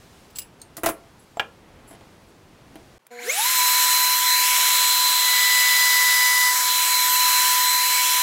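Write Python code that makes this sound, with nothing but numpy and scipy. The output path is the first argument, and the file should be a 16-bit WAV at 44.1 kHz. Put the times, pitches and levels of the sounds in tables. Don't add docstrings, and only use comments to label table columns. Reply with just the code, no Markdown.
import sys
import numpy as np
from scipy import signal
from scipy.fft import rfft, irfft, next_fast_len
from scipy.io import wavfile
from scipy.ndimage import uniform_filter1d, map_coordinates

SR = 44100
rng = np.random.default_rng(int(sys.argv[2]) if len(sys.argv) > 2 else 0)


def generate_wav(signal):
    frames = np.transpose(np.atleast_2d(signal))
    scaled = np.clip(frames, -1, 1) * 32767
    pcm = np.round(scaled).astype(np.int16)
    wavfile.write(sys.argv[1], SR, pcm)


def magnitude_from_level(level_db):
    exponent = np.asarray(level_db, float) / 20
    return 10 ** exponent


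N = 362502
T = np.arange(N) / SR
HZ = np.fft.rfftfreq(next_fast_len(N + N % 2, True), 1 / SR)

# (frequency [Hz], density [dB per Hz])
SHOP_HUSH = [(12, -38), (20, -12), (86, -5), (293, -9), (422, -11), (558, -13.5), (849, -15), (1400, -20),
             (2140, -23), (3160, -27), (16000, -46.5)]
# (time [s], spread [s], level [dB])
SLEEVES = [
    (0.0, 0.35, -59),
    (1.15, 0.45, -63),
    (2.11, 0.38, -65),
    (2.9, 0.4, -65.5),
]

# (time [s], peak level [dB], treble level [dB])
JAW_CLICKS = [
    (0.303, -42, -7),
    (0.3524, -40, -21),
    (0.358, -25.5, -10),
    (0.3662, -28, -17),
    (0.3714, -38, -7),
    (0.3854, -17.5, -30),
    (0.3875, -29, -8),
    (0.4184, -31, -16),
]
JAW_SNAP = [
    (0.5985, -46, 0),
    (0.616, -27.5, 1.5),
]
LAY_DOWN = [
    (0.768, -32, 10),
    (0.779, -27.5, -6),
    (0.834, -14, -0.5),
    (0.843, -15.5, -2),
    (0.86, -16, 9.5),
    (0.863, -9, -17),
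    (0.874, -36, -20),
    (0.888, -13, -1.5),
    (0.897, -26, 3),
]
NUDGES = [
    (1.037, -46, -15),
    (1.91, -38, -15),
    (1.929, -39, -13),
    (1.949, -40, -18),
    (2.009, -38, -17),
    (2.756, -30, -3.5),
]
TOUCH = [
    (1.37, -29, -15),
    (1.371, -19, -13),
    (1.398, -24, -8),
]
SET_DOWN = [
    (1.396, -4.5, -19),
    (1.402, -13.5, -16),
]
SWITCH = [
    (3.067, -40.5, 7.5),
    (3.105, -50, -14),
]

# (frequency [Hz], level [dB], t60 [s])
JAWS = [(2830, -16, 0.2), (4270, -14, 0.056), (5000, -6.5, 0.048), (7760, 3, 0.056), (10550, 0.5, 0.052),
        (14800, 8, 0.089)]
HINGE = [(4300, 2.5, 0.051), (6600, 4.5, .07), (7200, -7, .06), (8700, 5, 0.068), (10940, -6, .07),
         (13430, -12, 0.071)]
BENCH = [(318, -2, 0.14), (668, 0, 0.1), (1030, -7.5, 0.068), (1390, -1, 0.057), (1980, -1, 0.062),
         (6440, -29, 0.044), (8540, -5.5, 0.055), (10740, 2, 0.088), (13200, -12, .04)]
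BOARD = [(307, -12, 0.22), (672, -5, 0.15), (803, -6, 0.084), (2070, -10, 0.028), (3140, -11, 0.044),
         (9630, 1, 0.028), (12900, -10, 0.027)]
EDGE = [(690, 3, 0.063), (833, -5, 0.082), (1350, -7, 0.028), (7540, 8, 0.038)]
BLOCK = [(787, -5.5, 0.11), (1060, -19, 0.054), (1404, -1, 0.074), (1667, -1.5, 0.065), (1960, -14, 0.054),
         (2380, 2, 0.027), (2820, 3, 0.033), (3180, 9, 0.018), (8160, -15, .1)]
LEVER = [(1720, -5, 0.023), (2410, -13, .03), (7200, -8, 0.018), (9900, -9, 0.018)]

# (start [s], end [s], level [dB])
WIRES = [
    (1.198, 1.24, -61.5),
    (1.878, 1.95, -51.5),
    (2.207, 2.24, -75),
    (2.272, 2.32, -67),
]
# (frequency [Hz], t60 [s])
WALLS = [(400, 0.34), (1000, 0.23), (2200, 0.16), (4500, 0.089), (9000, 0.18)]

# (frequency [Hz], density [dB per Hz])
CORNER_HUSH = [(35, -44), (60, -49), (113, -11), (822, -11), (946, -9.5), (2410, -18), (16000, -35)]
# (time [s], shaft speed [Hz])
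SPEED = [(3.11, 22.4), (3.15, 91.6), (3.19, 177.3), (3.225, 276.5), (3.265, 408.9), (3.3, 532.1),
         (3.32, 609.1), (3.37, 769.7), (3.4, 865.0), (3.43, 937.6), (3.46, 989.6), (3.49, 1025.1),
         (3.52, 1024.9), (3.59, 993.1), (3.64, 992.3), (3.7, 995.8), (8.21, 995.7)]
# (time [s], extra path [ms], share [0-1])
MIRROR = [(3.7, 0.77, 0.07), (4.12, 0.74, 0.12), (4.27, 0.53, .33), (4.37, 0.45, .36), (4.48, 0.36, 0.28),
          (4.66, .31, .12), (4.9, .25, 0.2), (5.6, .262, 0.2), (6.0, 0.22, 0.18), (6.45, 0.21, 0.24),
          (6.61, 0.15, 0.32), (6.76, 0.3, 0.14), (6.98, 0.49, 0.17), (7.19, 0.73, 0.2), (7.43, 0.71, 0.14),
          (7.78, 0.47, 0.17), (8.03, 0.37, 0.23), (8.22, 0.33, 0.14)]
# (frequency [Hz], width [Hz], rms of a line at full speed [dB])
CASING = [(484, 71, -15.5), (848, 91, -24.5), (989.2, 18, -27), (1680, 130, -22), (2190, 275, -12.5),
          (3750, 61, -28), (4070, 86, -30.5), (6544, 650, -43), (7730, 1000, -31.5), (9960, 1300, -33.5),
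          (11800, 2300, -38.5)]
BEARING_SIDES = (2.087, 5.087, 6.087, 15.34)
SLOT_SIDES = (3, 7, 13)
BIT_SIDES = (3, 5, 6, 7, 9, 10, 11, 13, 14, 15)
BEARING_UNDER_DB = [-19, -17, -17, -24]
SLOT_UNDER_DB = [-11.5, -8, -10]
BIT_UNDER_DB = [-22, -10.5, -21, -25, -36, -32, -19, -24, -27, -21]
# (frequency [Hz], level at switch-on [dB], level when running [dB])
MAINS = [(239, -56, -68), (482, -43.5, -58.5), (723, -48, -63), (990, -57, -75)]
# (frequency [Hz], density [dB per Hz])
AIR = [(60, -39), (250, -40), (600, -27), (950, -19), (1400, -13), (2000, -10), (3000, -15.5), (4200, -8.5),
       (6000, -16), (8000, -13.5), (11500, -12), (15500, -19.5)]
# (frequency [Hz], width [Hz], level [dB])
HOUSING = [(1810, 75, 3.5), (2250, 38, 11), (2663, 79, 5), (2998, 43, 9.5), (3315, 260, 4), (4660, 710, -6),
           (5960, 1500, 4.5), (7340, 1700, 4.5), (8500, 300, -6.5), (13140, 2200, 1), (14700, 1690, 5)]
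NEAR_S = (4.31, 4.91, 6.61, 7.11, 7.6, 8.2)
PUFF_S = (7.67, 7.71, 7.79)

CUT_S, RESUME_S, POWER_S = 2.982, 2.992, 3.104
RUN_HZ, SAG_HZ = 995.7, 1.3
BEARING, BARS = 4.087, 24.5
LINE_POWER, SLOT_POWER, BLADE_POWER, AIR_POWER = 2.02, 1.4, 1.83, 2.22
DIG_S, OUT_S = 5.13, 6.49
TOP_HZ = 15850


def level(x, db):
    return x * magnitude_from_level(db) / np.sqrt(np.mean(x ** 2))


def shape_db(points, hz):
    f, db = np.transpose(points)
    return np.interp(np.log(hz + 1), np.log(f), db)


def tinted(x, gain):
    return irfft(rfft(x, 2 * len(HZ) - 2) * gain)[:N]


def noise(db):
    return level(tinted(rng.standard_normal(2 * len(HZ) - 2), magnitude_from_level(db)), 0)


def bump(hz, centre_hz, width_hz):
    return 1 / (1 + (2 * (hz - centre_hz) / width_hz) ** 2)


def walk(rate):
    k = int(SR / rate)
    steps = np.repeat(rng.standard_normal(N // k + 1), k)
    return 1.35 * uniform_filter1d(uniform_filter1d(steps, k), k)[:N]


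def curves(table):
    s, *columns = np.transpose(table)
    return [np.interp(T, s, c) for c in columns]


def knocks(blows, modes, split_hz, crack_db, crack_t60, dull_hz, rough):
    out, t = np.zeros(N), T[:SR // 4]
    low = signal.butter(1, min(split_hz, 15000), fs=SR)
    high = signal.butter(2, min(dull_hz, 15000), "high", fs=SR)
    for s, peak_db, treble_db in blows:
        ring = np.zeros(len(t))
        for f, db, t60 in modes:
            sine = magnitude_from_level(db + 2 * rng.standard_normal()) * np.sin(2 * np.pi * (f * t + rng.random()))
            waver = 1 + rough * uniform_filter1d(rng.standard_normal(len(t)), size=64) * 8
            ring += sine * 1000 ** (-t / t60) * waver
        crack = signal.lfilter(*high, rng.standard_normal(len(t))) * 1000 ** (-t / crack_t60)
        ring = (ring + magnitude_from_level(crack_db) * crack) * (1 - np.exp(-t / 0.0001))
        bass = signal.lfilter(*low, ring)
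        treble = (ring - bass) * (0.65 + 0.37 * np.exp(-t / 0.0066))
        bass = signal.lfilter(*low, bass)
        both = bass / np.abs(bass).max() + magnitude_from_level(treble_db) * treble / np.abs(treble).max()
        i = int(s * SR)
        out[i:i + len(t)] += magnitude_from_level(peak_db) * both
    return out


def shop_hush():
    return noise(shape_db(SHOP_HUSH, HZ)) * magnitude_from_level(-52.5 + 1.0 * walk(3.3))


def sleeves():
    swell = magnitude_from_level(-74.5)
    for s, spread, db in SLEEVES:
        swell = swell + magnitude_from_level(db) * np.exp(-((T - s) / spread) ** 2)
    return noise(10 * np.log10(bump(HZ, 3900, 6000))) * magnitude_from_level(0.94 * walk(5.6)) * swell


def pliers():
    out = knocks(JAW_CLICKS, JAWS, 12300, 2.4, 0.048, 2400, 1.0)
    out += knocks(JAW_SNAP, HINGE, 6000, 2, 0.043, 3000, 1.6)
    return out + knocks(LAY_DOWN, BENCH, 2200, 10.3, 0.093, 500, 0.32)


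def block():
    out = knocks(NUDGES, BOARD, 5000, -0.94, 0.064, 500, 0.66)
    out += knocks(TOUCH, EDGE, 3500, -7, .04, 900, 0.19)
    return out + knocks(SET_DOWN, BLOCK, 3600, 6.3, 0.026, 890, 0.57)


def wires():
    bands = bump(HZ, 7750, 700) + 1.3 * bump(HZ, 10700, 1300) + 0.21 * bump(HZ, 13800, 1500)
    chatter = noise(20 * np.log10(bands))
    slide = np.zeros(N)
    for a, b, db in WIRES:
        slide += magnitude_from_level(db) * np.interp(T, [a - .008, a, b, b + .015], [0.032, 0.95, 0.44, 0.014])
    return chatter * slide * magnitude_from_level(2.3 * walk(120))


def walls(x):
    t = T[:SR // 3]
    tail = np.zeros(len(t))
    for hz, t60 in WALLS:
        band = signal.butter(1, [hz / 1.03, hz * 1.3], "band", fs=SR)
        tail += signal.lfilter(*band, rng.standard_normal(len(t))) * 1000 ** (-t / t60)
    tail *= 1 - np.exp(-t / 0.0023)
    return x + magnitude_from_level(-13) * signal.fftconvolve(x, tail / np.sqrt(np.sum(tail ** 2)))[:N]


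def bench():
    blows = .45 * np.tanh(walls(pliers() + block()) / .45)
    return (shop_hush() + sleeves() + blows + wires()) * (T < CUT_S)


def corner_hush():
    return noise(shape_db(CORNER_HUSH, HZ)) * magnitude_from_level(-63.5)


def switch():
    return knocks(SWITCH, LEVER, 4300, 0, 0.022, 1500, 0.71)


def near():
    return np.interp(T, NEAR_S, [0.032, 1, 1, 0.038, 0, 0.85])


def bite():
    dig_in_s, run_out_s = .1, 0.056
    dig = np.clip(T - DIG_S, 0, None) / dig_in_s
    return (1 - (1 + dig) * np.exp(-dig)) * np.clip((OUT_S + run_out_s - T) / run_out_s, 0, 1)


def cover():
    clear_s = 0.38
    return np.interp(T, [DIG_S, OUT_S, OUT_S + clear_s], [0, 1, 0]) ** 1.63


def windings(shaft_hz):
    out = np.zeros(N)
    for hz, start_db, run_db in MAINS:
        db = np.interp(shaft_hz, [450, 900], [start_db, run_db]) + 1.4 * walk(14)
        out += np.sqrt(2) * magnitude_from_level(db) * np.sin(2 * np.pi * hz * T)
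    return out


def brushes(shaft_hz):
    bands = bump(HZ, 2130, 490) + 1.0 * bump(HZ, 1590, 300)
    bands += 0.5 * bump(HZ, 4200, 400) + 0.55 * bump(HZ, 6950, 400)
    return noise(20 * np.log10(bands)) * magnitude_from_level(np.interp(shaft_hz, [20, 200, 400, 900], [-50.0, -44, -39, -39.5]))


def motor():
    shaft_hz = curves(SPEED)[0] - SAG_HZ * bite()
    late_ms, share = curves(MIRROR)
    close, covered, cut = near(), cover(), bite()

    def heard_db(order, mirror, wander_db, power=LINE_POWER):
        hz = order * shaft_hz
        casing = magnitude_from_level(-40) + sum(magnitude_from_level(db) * bump(hz, f, w) for f, w, db in CASING)
        echo = np.abs(1 + np.minimum(mirror * share, .85) * np.exp(2j * np.pi * hz * late_ms / 1000))
        return 20 * np.log10(casing * echo * (shaft_hz / RUN_HZ) ** power) + wander_db * walk(4.096)

    unbalance_db = heard_db(order=1, mirror=.15, wander_db=0.7) - 4.5 * cut * (1 - covered) - 2.4 * close
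    bearing_db = heard_db(order=BEARING, mirror=1.64, wander_db=0.16) - 12 * covered
    fourth_db = heard_db(order=4, mirror=1.6, wander_db=1.1) - 6 + 5 * close - 3.4 * covered
    slots_db = heard_db(order=8, mirror=0.27, wander_db=1.0, power=SLOT_POWER) - 6.5
    blades_db = heard_db(order=12, mirror=0.21, wander_db=.7, power=BLADE_POWER) + 2.5
    blades_db += -4.5 * close - 7.0 * covered
    blades_db += 13 * bump(12 * shaft_hz, 6500, 1400)
    idle_bit_db = heard_db(order=2, mirror=.1, wander_db=0.0) - 18.5 - 6.8 * close
    bit_db = 20 * np.log10(magnitude_from_level(idle_bit_db) + magnitude_from_level(-21.5) * cut)
    bars_db = -43 + 9 * bump(BARS * shaft_hz, 6700, 1500) - np.interp(shaft_hz, [150, 300, 500], [25, 6, 0])

    turns = np.cumsum(shaft_hz + 0.14 * walk(15)) / SR
    turns += np.interp(shaft_hz, [600, 985], [.018, 0]) * walk(350)

    def line(order, db, flutter_db):
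        sine = np.sqrt(2) * np.sin(2 * np.pi * (order * turns + rng.random()))
        return sine * magnitude_from_level(db + flutter_db * walk(40)) * (order * shaft_hz < TOP_HZ)

    def sides(orders, unders, db):
        return sum(line(k, db + under_db, 1.2) for k, under_db in zip(orders, unders))

    out = line(1, unbalance_db, flutter_db=0.67) + line(2, bit_db, flutter_db=-0.26)
    out += line(4, fourth_db, flutter_db=2.0) + line(BEARING, bearing_db, flutter_db=1.03)
    out += line(8, slots_db, flutter_db=3.2) + line(12, blades_db, flutter_db=2.3)
    out += line(BARS, bars_db, flutter_db=3.0)
    out += sides(BEARING_SIDES, BEARING_UNDER_DB, bearing_db)
    out += sides(BIT_SIDES, BIT_UNDER_DB, bit_db - 5.0 * (1 - cut))
    out += sides(SLOT_SIDES, SLOT_UNDER_DB, slots_db - 15 * (shaft_hz < 800))
    return out + windings(shaft_hz) + brushes(shaft_hz)


def fan():
    speed = np.clip(curves(SPEED)[0] / RUN_HZ, .15, None)
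    late_ms, share = curves(MIRROR)
    mid_db = 5.4 * (1 - speed) + .6 * near() - 1.7 * cover()
    upper_db = 1.1 * (1 - speed) - .8 * near() - 2.4 * bite() * (1 - cover())
    colour_db = shape_db(AIR, HZ) + sum(db * bump(HZ, f, w) for f, w, db in HOUSING)
    band = (HZ > 13500) & (HZ < 15500)
    power = magnitude_from_level(2 * colour_db)
    air = noise(colour_db) * np.sqrt(np.sum(power) / np.sum(power[band]))
    mid = tinted(air, bump(HZ, 3000, 4100))
    upper = tinted(air, bump(HZ, 9500, 6900))
    air = air + (magnitude_from_level(mid_db) - 1) * mid + (magnitude_from_level(upper_db) - 1) * upper
    air = air * magnitude_from_level(-31.5 + 0.93 * near() + 0.78 * walk(5)) * speed ** AIR_POWER
    dull = tinted(air, bump(HZ, 3300, 4600))
    return air + 1.66 * share * map_coordinates(dull, [np.arange(N) - late_ms * SR / 1000], order=1)


def router():
    return (motor() + fan()) * np.clip((T - POWER_S) / 0.013, 0, 1)


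def draught():
    return noise(10 * np.log10(bump(HZ, 120, 60) ** 2)) * np.interp(T, PUFF_S, [.6, 1, .5], 0, 0) * magnitude_from_level(-56)


def corner():
    heard = (corner_hush() + switch() + draught()) * (T > RESUME_S) + router()
    return signal.sosfilt(signal.butter(3, 90, "high", fs=SR, output="sos"), heard)


def scene():
    return np.tile(bench() + corner(), (2, 1))


def side_grains(x, count=34):
    side, frame = np.zeros(N), np.hanning(2048)
    for when, pitch in rng.random((count, 2)):
        i, hz = int((3.55 + 4.55 * when) * SR), 4500 * 3.2 ** pitch
        band = signal.butter(4, [hz * 0.97, hz * 1.05], "band", fs=SR, output="sos")
        loud = np.std(signal.sosfilt(band, x[i:i + 2048]))
        hiss = signal.sosfilt(band, rng.standard_normal(2048))
        side[i:i + 2048] += .9 * loud * frame * hiss / np.std(hiss)
    return np.array([side, -side])


def low_pass(x):
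    return signal.sosfilt(signal.butter(12, 17060, fs=SR, output="sos"), x)


def record(dry):
    cut = signal.sosfilt(signal.ellip(12, .2, 70, TOP_HZ, fs=SR, output="sos"), dry)
    mix = cut + side_grains(cut[0])
    return low_pass(mix)


dry = scene()
out = record(dry)
generate_wav(out)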